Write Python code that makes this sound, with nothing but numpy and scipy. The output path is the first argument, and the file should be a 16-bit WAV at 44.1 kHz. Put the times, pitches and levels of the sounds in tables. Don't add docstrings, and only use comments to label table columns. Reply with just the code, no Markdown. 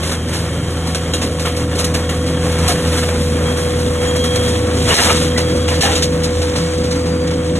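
import sys
import numpy as np
from scipy import signal
from scipy.fft import rfft, irfft
from scipy.io import wavfile
from scipy.ndimage import uniform_filter1d, minimum_filter1d

SR = 44100
rng = np.random.default_rng(int(sys.argv[2]) if len(sys.argv) > 2 else 0)


def log_audio(samples):
    frames = np.atleast_2d(samples).T
    limited = np.clip(frames, -1, 1)
    pcm = np.round(limited * 32767).astype(np.int16)
    wavfile.write(sys.argv[1], SR, pcm)


N = 334719
T = np.arange(N) / SR
BINS_HZ = np.arange(N // 2 + 1) * SR / N
CLOSEST_S = 4.9
STEEL_RISE_S = 0.0018

# (time [s], length [s], pitch [Hz], level [dB])
TRACK_GROWLS = [(.35, .5, 107, -29), (4.328, 0.582, 109, -25), (6.549, 0.87, 171.3, -29.5)]
# (time [s], pitch [Hz], level [dB])
OIL_WHINE = [(0, 3175, -40.5), (1.15, 3197, -40), (1.6, 3195, -42), (1.9, 3215, -56), (2.05, 3250, -41),
             (2.42, 3232, -38), (2.52, 3220, -46), (2.7, 3210, -31), (2.9, 3200, -52), (3.41, 3235, -43),
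             (3.47, 3250, -30.5), (3.6, 3270, -39), (3.88, 3290, -39), (4.02, 3265, -32), (4.18, 3260, -29),
             (4.47, 3277, -30.5), (4.66, 3295, -44), (4.86, 3295, -36), (5.2, 3240, -37), (5.37, 3245, -34),
             (5.6, 3307, -38.5), (6.2, 3200, -48), (7.1, 3217, -49), (7.59, 3220, -44)]
# (pitch [Hz], start level [dB], end level [dB])
THIN_WHISTLES = [(2910, -47, -64), (8073, -50, -47)]
# (time [s], length [s], pitch [Hz], glide [Hz/s], level [dB])
RELIEF_NOTES = [(5.37, 0.5, 4580, 213, -39), (6.56, 0.72, 4525, 227, -40)]
# (crank order [x], relative level [dB])
PUMP_ORDERS = [(17.95, 0), (26.97, -1)]
# (time [s], level [dB])
PUMP_CURVE = [(0, -50), (.9, -42), (2, -41.5), (3.3, -42.5), (4.6, -41), (5.5, -42), (6.2, -43),
              (7.59, -47)]
# (time [s], level [dB])
FAN_CURVE = [(0, -34.5), (.4, -32.5), (.9, -30), (1.4, -26), (2.4, -23), (3.4, -22.5), (4.2, -18.8),
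             (4.6, -21), (5.6, -20.7), (7.59, -20.8)]
# (time [s], pitch [Hz], level [dB])
BAY_BOOM = [(0, 240, -43), (1.4, 289.3, -37), (1.9, 285.3, -34), (2.5, 252.5, -30.5), (3.3, 245, -32),
            (4.25, 245, -27), (4.75, 254, -27.5), (5.4, 247.5, -31), (6.1, 265, -30.5), (6.7, 286.8, -33),
            (7.1, 256, -28), (7.59, 280.7, -32)]
# (time [s], speed [Hz])
CRANK_SPEED = [(0, 40.84), (.8, 41.11), (1.9, 41.11), (2.4, 41.28), (2.8, 41.22), (3.3, 40.91),
               (3.9, 40.96), (4.25, 41.19), (4.75, 41.01), (5.6, 41.22), (6.1, 41.06), (7.05, 41.26),
               (7.59, 41.2)]
# (time [s], base level [dB])
ENGINE_CURVE = [(0, -27), (1.25, -26), (2.3, -23.5), (3.85, -24), (4.3, -23), (5.5, -22), (6.2, -24.5),
                (7.59, -25)]
# (crank order [x], level re engine [dB])
ENGINE_ORDERS = [(3, -11.5), (3.5, -12.5), (6, -15.5)]
# (time [s], half length [s], note gain [dB], octave gain [dB])
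EXHAUST_SURGES = [(1.9, 0.37, 1.5, 3), (2.486, 0.069, 0, 5.5), (2.668, 0.093, 6, -0.5),
                  (2.777, 0.045, -14, 2.5), (2.895, 0.068, 5.5, 3), (3.29, 0.19, 3.5, 2),
                  (3.78, 0.15, 2, -3), (4.7, 0.23, 0.5, -7), (5.675, 0.094, 3, -15), (6.103, 0.18, 0, 3),
                  (6.412, 0.065, 4.5, -11), (6.604, 0.068, -4, 2)]
# (pitch [Hz], start re engine [dB], end re engine [dB])
MACHINE_HUM = [(313.4, -12.5, -4), (369.4, -10.5, -26), (542, -10.5, -18)]
# (time [s], half length [s], shred base level [dB], clatter base level [dB])
GRASS_TUFTS = [(0.105, 0.057, -30, -32), (2.52, 0.38, -45, -34), (2.697, 0.22, -36.5, -30.5),
               (3, 0.17, -32.5, -30), (3.395, 0.6, -40.5, -44), (4.296, 0.29, -38, -49),
               (5.017, 0.13, -20.5, -19), (5.206, 0.09, -26.5, -59), (5.929, 0.1, -25, -38),
               (6.499, 0.32, -38.5, -36.5), (7.517, 0.11, -37, -48)]
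# (time [s], spray base level [dB], knock base level [dB], t60 [s])
STONE_STRIKES = [(0.028, -24, -25, 0.087), (0.114, -27, -26, 0.14), (0.326, -27, -31, 0.38),
                 (0.947, -21, -24.5, 0.11), (1.133, -21.5, -28, 0.18), (1.212, -28, -26, 0.27),
                 (1.45, -29, -21.5, 0.27), (1.784, -19, -25.5, 0.19), (1.84, -14.5, -25, 0.092),
                 (1.939, -19, -20.5, 0.13), (2.089, -37, -25.5, 0.16), (2.58, -25.5, -33, 0.16),
                 (2.676, -11, -14.5, 0.17), (2.859, -30, -23, 0.033), (2.92, -25, -23, 0.07),
                 (2.937, -28, -29, 0.053), (2.974, -24, -28, 0.2), (3.032, -29, -20.5, 0.077),
                 (3.082, -24, -20, 0.065), (4.236, -23, -32, 0.15), (4.351, -20.5, -26.5, 0.12),
                 (4.883, -14, -15, 0.12), (4.907, -30, -13.5, 0.14), (4.94, 1.5, -5, 0.15),
                 (4.979, -26, -7, 0.12), (5.007, -8.5, -14, 0.13), (5.028, -6, -16, 0.1),
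                 (5.094, -16, -8, 0.084), (5.372, -19, -22, 0.21), (5.675, -26.5, -24.5, 0.57),
                 (5.808, 2.5, -4, 0.12), (5.849, -40, -21, 0.48), (5.95, -21.5, -30, 0.27),
                 (6.021, -10.5, -24, 0.12), (6.23, -18.5, -50, 0.16), (6.412, -26.5, -32, 0.18),
                 (6.555, -25, -32, 0.35), (6.773, -29.5, -48, .18), (6.905, -25, -33, 0.23),
                 (7.268, -28.5, -36, 0.14), (7.304, -29, -27, .11)]
# (time [s], pitch [Hz], level [dB], t60 [s])
STONE_CLANKS = [(2.683, 715, -10.5, 0.16), (2.685, 1270, -15.5, .13), (4.906, 2920, -7, .06),
                (4.94, 3210, -6, .05), (5.097, 2400, -6, 0.031), (5.102, 1287, -6, .06),
                (5.104, 904, -13, 0.075), (5.362, 1975, -20, 0.11), (5.812, 3230, -9, .1),
                (5.822, 1740, -12, .12), (5.832, 795, -10.5, 0.16), (5.885, 801, -18.5, 0.16)]
# (time [s], ring level [dB], crack level [dB], tuning [x])
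PEBBLE_PINGS = [(0.947, -30, -12, 0.85), (1.135, -18.5, -18, 0.99), (1.214, -25, -29, 0.95),
                (1.789, -37, -22, .94), (1.844, -34, -16, 1.6), (1.943, -33, -21, 1.2),
                (2.091, -27, -38, .99), (2.684, -26, -11, 1.04), (5.812, -19, -7, 0.81),
                (5.953, -19, -24, .98), (6.023, -19, -9, 0.94)]
# (frequency [Hz], relative level [dB])
FLAIL_RING = [(2830, -5), (3290, -4.5), (3850, -1.5), (6740, -4.5), (7250, -6)]
STEEL_RING = [(715, -2.5), (905, -2.5), (1030, -2), (1265, 0), (1370, 0.5), (1610, -2.5), (1760, -1.5),
              (1880, -2), (2220, -1), (2820, -3.5), (3030, -6), (3210, -5), (3380, -1.5), (3600, -1)]
# (frequency [Hz], width [Hz], peak re direct sound [dB])
PANEL_MODES = [(696, 140, 2), (2860, 45, -3), (3700, 820, -18.5), (6560, 450, -11.5)]
# (frequency [Hz], relative density [dB])
RUMBLE_SPECTRUM = [(20, -27), (30, -14), (50, -3), (110, -1), (190, -1.5), (250, 2.5), (295, 0.5),
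                   (335, -5), (420, -5), (560, -4), (750, -20.5), (1200, -50), (3000, -68)]
CLATTER_SPECTRUM = [(300, 0), (650, 1.5), (1000, 1), (1500, -1), (2100, -3.5), (2500, -5), (3400, -12.5),
                    (5000, -11), (8000, -13.5), (12000, -21)]
SHRED_SPECTRUM = [(800, 3), (2000, 4), (3500, 8.5), (5000, 6), (7000, 4.5), (9500, 0), (12000, -7.5)]
STEM_SPECTRUM = [(400, -4), (1000, -3), (2000, -8), (3600, -0.5), (6000, -16), (12000, -37)]
SPRAY_SPECTRUM = [(900, -38), (2000, -3), (3300, -2.5), (4200, 4.5), (5500, 2), (7000, -3), (8500, -4.5),
                  (12000, -12)]
KNOCK_SPECTRUM = [(150, 3), (300, 8), (500, 12.5), (750, 2.5), (1300, 5.5), (1900, 4), (3000, 5),
                  (6000, -14.5)]
CRACK_SPECTRUM = [(500, -10), (1400, -1), (3400, 3), (6500, -1), (12000, -12)]
# (frequency [Hz], left lead [rad], coherence [0-1])
STEREO_IMAGE = [(0, 0, 1), (220, 0, 1), (500, .6, .975), (860, 1.2, .82), (1400, .3, .75), (2000, .6, .65),
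                (2600, 1.9, .35), (3000, .7, .6), (4000, 1.7, .65), (4350, np.pi, 1), (5330, np.pi, 1),
                (5760, 4.9, .55), (6350, 2 * np.pi, .995), (7500, 2 * np.pi, .995), (7800, 6.9, .6),
                (8600, 6.6, .8), (10200, 7.6, .35), (12000, 7.9, .6)]


def undb(db):
    return 10 ** (np.asarray(db) / 20)


def unit(x):
    return x / np.sqrt(np.mean(x ** 2))


def curves(table):
    times_s, *columns = np.transpose(table)
    return [np.interp(T, times_s, column) for column in columns]


def colour(x, spectrum, band_hz):
    hz, db = np.transpose(spectrum)
    shaped = rfft(x) * undb(np.interp(np.log(BINS_HZ + 1), np.log(hz), db))
    inside = shaped[..., (BINS_HZ > band_hz[0]) & (BINS_HZ < band_hz[1])]
    return irfft(shaped, N) * N / np.sqrt(2 * np.mean(np.sum(abs(inside) ** 2, axis=-1)))


def lowpass(x, hz):
    return irfft(rfft(x) / (1 + (BINS_HZ / hz) ** 10), N)


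def walk(rate_hz):
    hold = int(SR / rate_hz)
    steps = np.repeat(rng.standard_normal(N // hold + 1), hold)
    return unit(uniform_filter1d(uniform_filter1d(steps, hold), hold)[:N])


def turns(hz):
    return np.cumsum(hz) / SR


def tone(cycles, waver_db, drift_rad, rate_hz):
    gain = np.sqrt(2) * undb(waver_db * walk(rate_hz))
    return gain * np.sin(2 * np.pi * (cycles + rng.random()) + drift_rad * walk(rate_hz))


def grains(per_s, skew_db):
    size = undb(skew_db * np.minimum(rng.exponential(size=N), 5))
    return unit((rng.random(N) < per_s / SR) * size * rng.standard_normal((2, N)))


def throb(cycles, depth):
    return 1 + depth * np.cos(2 * np.pi * cycles)


def swell(s, half_s):
    return np.exp(-((T - s) / half_s) ** 2)


def gate(s, length_s, ramp_s):
    return np.clip(np.minimum(T - s, s + length_s - T) / ramp_s + .5, 0, 1)


def dying(s, rise_s, t60_s):
    age_s = np.maximum(T - s, 0)
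    return np.minimum(age_s / rise_s, 1) * np.exp(-np.log(1000) * np.minimum(age_s / t60_s, 2))


def tracks():
    rolling = undb(-37) * tone(110 * T, waver_db=0.5, drift_rad=0.73, rate_hz=16)
    growl = 0
    for s, length_s, hz, db in TRACK_GROWLS:
        line = tone(hz * T, waver_db=0, drift_rad=0.81, rate_hz=16)
        growl += undb(db) * gate(s, length_s, ramp_s=0.087) * line
    squeak = undb(-24) * swell(4.09, half_s=0.014) * np.sin(2 * np.pi * 6900 * T)
    return rolling + growl + squeak


def hydraulics():
    whine_hz, whine_db = curves(OIL_WHINE)
    whine_gain = undb(whine_db + 1.3 * walk(16))
    sound = whine_gain * tone(turns(whine_hz), waver_db=1.8, drift_rad=.5, rate_hz=70)
    for hz, start_db, end_db in THIN_WHISTLES:
        db = np.linspace(start_db, end_db, N) + 2 * walk(3.62)
        sound += undb(db) * tone(hz * T, waver_db=1.8, drift_rad=.5, rate_hz=25)
    for s, length_s, hz, glide_hz_per_s, db in RELIEF_NOTES:
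        line = tone(turns(hz + glide_hz_per_s * (T - s)), waver_db=1.5, drift_rad=.45, rate_hz=60)
        sound += undb(db) * gate(s, length_s, ramp_s=0.059) * line
    return sound


def pump(crank):
    pump_db, = curves(PUMP_CURVE)
    return sum(undb(pump_db + db) * tone(order * crank, waver_db=1.5, drift_rad=.4, rate_hz=12)
               for order, db in PUMP_ORDERS)


def fan(crank):
    fan_db, = curves(FAN_CURVE)
    return undb(fan_db) * tone(12 * crank, waver_db=.45, drift_rad=.05, rate_hz=25)


def bay_boom():
    hz, db = curves(BAY_BOOM)
    return undb(db) * unit(tone(turns(hz), waver_db=3.5, drift_rad=1.3, rate_hz=26))


def exhaust(crank, engine_db, share=0.49):
    facing_db = share * (engine_db - np.mean(engine_db))
    note_db = -22 + facing_db + sum(db * swell(s, half_s) for s, half_s, db, _ in EXHAUST_SURGES)
    octave_db = -27 + facing_db + sum(db * swell(s, half_s) for s, half_s, _, db in EXHAUST_SURGES)
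    note = undb(note_db) * tone(2 * crank, waver_db=0.5, drift_rad=0.081, rate_hz=8.2)
    octave = undb(octave_db) * tone(4 * crank, waver_db=2.6, drift_rad=0.3, rate_hz=16)
    return note + octave


def engine_overtones(crank, engine_db):
    return sum(undb(engine_db + db) * tone(order * crank, waver_db=4.5, drift_rad=0.59, rate_hz=7)
               for order, db in ENGINE_ORDERS)


def engine_noise(crank, engine_db, clatter_db):
    gas = rng.standard_normal((2, N)) * throb(2 * crank, depth=0.25)
    knocks = grains(per_s=9000, skew_db=-0.3) * throb(2 * crank, depth=0.022) * undb(1.87 * walk(28))
    rumble = colour(gas, RUMBLE_SPECTRUM, band_hz=(190, 450)) * undb(1.5 * walk(22))
    clatter = colour(knocks, CLATTER_SPECTRUM, band_hz=(650, 2000))
    return undb(engine_db - 2) * rumble + undb(clatter_db + 0.52) * clatter


def machine_hum(speed_ratio, engine_db):
    hum = 0
    for hz, start_db, end_db in MACHINE_HUM:
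        line = tone(turns(hz * speed_ratio), waver_db=-0.5, drift_rad=0.47, rate_hz=6)
        hum += undb(engine_db + np.linspace(start_db, end_db, N)) * line
    return hum


def workload(engine_db, shred_fade_db_per_s=4.5, clatter_fade_db_per_s=0.85):
    approach_db = 7 * (swell(CLOSEST_S, half_s=1) - 1)
    leaving_s = np.maximum(T - CLOSEST_S, 0)
    grass_db = -32.5 + np.where(T < CLOSEST_S, approach_db, -shred_fade_db_per_s * leaving_s)
    metal_db = -32 + 0.64 * (engine_db - np.mean(engine_db)) - clatter_fade_db_per_s * leaving_s
    shred_power, clatter_power = undb(grass_db) ** 2, undb(metal_db) ** 2
    for s, half_s, shred_db, clatter_db in GRASS_TUFTS:
        shred_power += (undb(shred_db) * swell(s, half_s)) ** 2
        clatter_power += (undb(clatter_db) * swell(s, half_s)) ** 2
    return 10 * np.log10(shred_power), 10 * np.log10(clatter_power)


def shredding(rotor, shred_db):
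    bunches = undb(1.3 * walk(14) + 1.1 * walk(45))
    snaps = grains(per_s=7000, skew_db=-0.5) * throb(rotor, depth=0.024) * bunches
    return undb(shred_db - 1.5) * colour(snaps, SHRED_SPECTRUM, band_hz=(5900, 11000))


def stems(shred_db, per_s=55, spread_db=3, t60_s=0.025):
    cracks = (rng.random(N) < per_s / SR) * undb(spread_db * rng.standard_normal(N))
    power_decay = np.exp(-2 * np.log(1000) / (t60_s * SR))
    envelope = np.sqrt(signal.lfilter([1], [1, -power_decay], cracks ** 2))
    snaps = colour(envelope * rng.standard_normal((2, N)), STEM_SPECTRUM, band_hz=(1000, 4200))
    return undb(shred_db - 5) * snaps


def grit(count=60, per_s=5, spread_db=2.5, fade_db_per_s=0.5, t60_s=0.26):
    times_s = np.cumsum(rng.uniform(.2, 1.8, count)) / per_s
    sizes_db = spread_db * rng.standard_normal(count) - fade_db_per_s * np.maximum(times_s - CLOSEST_S, 0)
    return [(s, -31 + db, -36 + db, t60_s) for s, db in zip(times_s, sizes_db) if s < T[-1]]


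def tumbling(clatter_db, per_s=70, spread_db=3, t60_s=.06):
    knock_power = sum((undb(db) * dying(s, STEEL_RISE_S, knock_t60_s)) ** 2
                      for s, _, db, knock_t60_s in STONE_STRIKES)
    force = np.hypot(undb(clatter_db - 4.5), undb(-1) * np.sqrt(knock_power))
    blows = (rng.random(N) < per_s / SR) * undb(spread_db * rng.uniform(-0.75, 1, N))
    hits = np.flatnonzero(blows)
    rings = 0
    for hz, db in STEEL_RING:
        push = np.zeros((2, N))
        push[:, hits] = blows[hits] * rng.standard_normal((2, len(hits)))
        pole = np.exp((2j * np.pi * hz - np.log(1000) / t60_s) / SR)
        rings += undb(db) * signal.lfilter([1], [1, -pole], push).imag
    return force * unit(rings)


def pings(ring_t60_s=0.12, crack_t60_s=.025):
    rings, cracks = np.zeros(N), np.zeros(N)
    flutter_rad = [walk(220) for _ in FLAIL_RING]
    for s, ring_db, crack_db, tuning in PEBBLE_PINGS:
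        on = (T > s) & (T < s + 2 * ring_t60_s)
        modes = sum(undb(db) * np.sin(2 * np.pi * hz * tuning * (T[on] - s) + phase[on])
                    for (hz, db), phase in zip(FLAIL_RING, flutter_rad))
        rings[on] += np.sqrt(2) * undb(ring_db) * dying(s, STEEL_RISE_S, ring_t60_s)[on] * modes
        cracks += undb(crack_db) * dying(s, STEEL_RISE_S / 2, crack_t60_s)
    return rings + cracks * colour(rng.standard_normal(N), CRACK_SPECTRUM, band_hz=(1000, 11000))


def clanks():
    return sum(undb(db) * dying(s, STEEL_RISE_S, t60_s)
               * tone(hz * T, waver_db=2, drift_rad=.8, rate_hz=150)
               for s, hz, db, t60_s in STONE_CLANKS)


def hood_panels(x):
    resonance = sum(undb(db) / (1 + 1j * (BINS_HZ ** 2 - hz ** 2) / (width_hz * (BINS_HZ + 1)))
                    for hz, width_hz, db in PANEL_MODES)
    return irfft(rfft(x) * (1 + resonance), N)


def strikes(rise_s=0.0088):
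    spray_power, knock_power = np.zeros(N), np.zeros(N)
    for s, spray_db, knock_db, t60_s in STONE_STRIKES + grit():
        burst = dying(s, rise_s, t60_s)
        spray_power += (undb(spray_db) * burst) ** 2
        knock_power += (undb(knock_db) * burst) ** 2
    fragments = grains(per_s=9000, skew_db=-4.8) * undb(0.43 * walk(160))
    blows = grains(per_s=9700, skew_db=-0.5) * undb(1.8 * walk(130))
    spray = np.sqrt(spray_power) * colour(fragments, SPRAY_SPECTRUM, band_hz=(2500, 11000))
    knock = np.sqrt(knock_power) * colour(blows, KNOCK_SPECTRUM, band_hz=(600, 2000))
    return hood_panels(undb(3.5) * spray + undb(-0.2) * knock)


def grass_shadow(mulcher, from_s=3.7, fade_db_per_s=2):
    top_db = 7 - fade_db_per_s * np.maximum(T - from_s, 0)
    body = lowpass(mulcher, hz=8900)
    return body + undb(top_db) * (mulcher - body)


def stereo_image(tones, noise):
    hz, lead_rad, coherence = np.transpose(STEREO_IMAGE)
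    lag = np.exp(-1j * np.interp(BINS_HZ, hz, lead_rad))
    alike = np.interp(BINS_HZ, hz, coherence)
    right_noise = alike * rfft(noise[0]) + np.sqrt(1 - alike ** 2) * rfft(noise[1])
    right = irfft(lag * (rfft(tones) + right_noise), N)
    return np.array([tones + noise[0], right])


def centred(pair, until_s=3.24, below_hz=2000, share=0.88):
    side = lowpass(pair[0] - pair[1], below_hz) / 2
    narrowing = share * np.clip((until_s - T) * 2 + .5, 0, 1)
    return pair - narrowing * side * np.array([[1], [-1]])


def limiter(x, ceiling_db=-10.5, above_hz=2200, window_s=0.014, lag_s=0.004):
    treble = signal.sosfilt(signal.butter(2, above_hz, "high", fs=SR, output="sos"), x)
    window = int(window_s * SR)
    power = uniform_filter1d(np.mean(treble ** 2, axis=0), window)
    gain = undb(ceiling_db) / np.sqrt(np.maximum(power, undb(ceiling_db) ** 2))
    return x * np.interp(T - lag_s, T, uniform_filter1d(gain, window))


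def scene(rotor_hz=39.2):
    crank_hz, = curves(CRANK_SPEED)
    engine_db, = curves(ENGINE_CURVE)
    shred_db, clatter_db = workload(engine_db)
    speed_ratio = crank_hz / np.mean(crank_hz)
    crank, rotor = turns(crank_hz), turns(rotor_hz * speed_ratio)
    tones = exhaust(crank, engine_db) + fan(crank) + engine_overtones(crank, engine_db) + pump(crank)
    tones += machine_hum(speed_ratio, engine_db) + hydraulics() + bay_boom() + tracks()
    tones += clanks() + pings()
    mulcher = shredding(rotor, shred_db) + stems(shred_db) + strikes() + tumbling(clatter_db)
    noise = engine_noise(crank, engine_db, clatter_db) + grass_shadow(mulcher)
    return centred(stereo_image(tones, noise))


def record(dry, peak=.92, cutoff_hz=11950):
    limited = limiter(dry)
    peak_gain = peak / np.maximum(np.max(abs(limited), axis=0), peak)
    eased = limited * uniform_filter1d(minimum_filter1d(peak_gain, size=128), size=128)
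    return signal.sosfilt(signal.ellip(12, .2, 80, cutoff_hz, fs=SR, output="sos"), eased)


dry = scene()
out = record(dry)
log_audio(out)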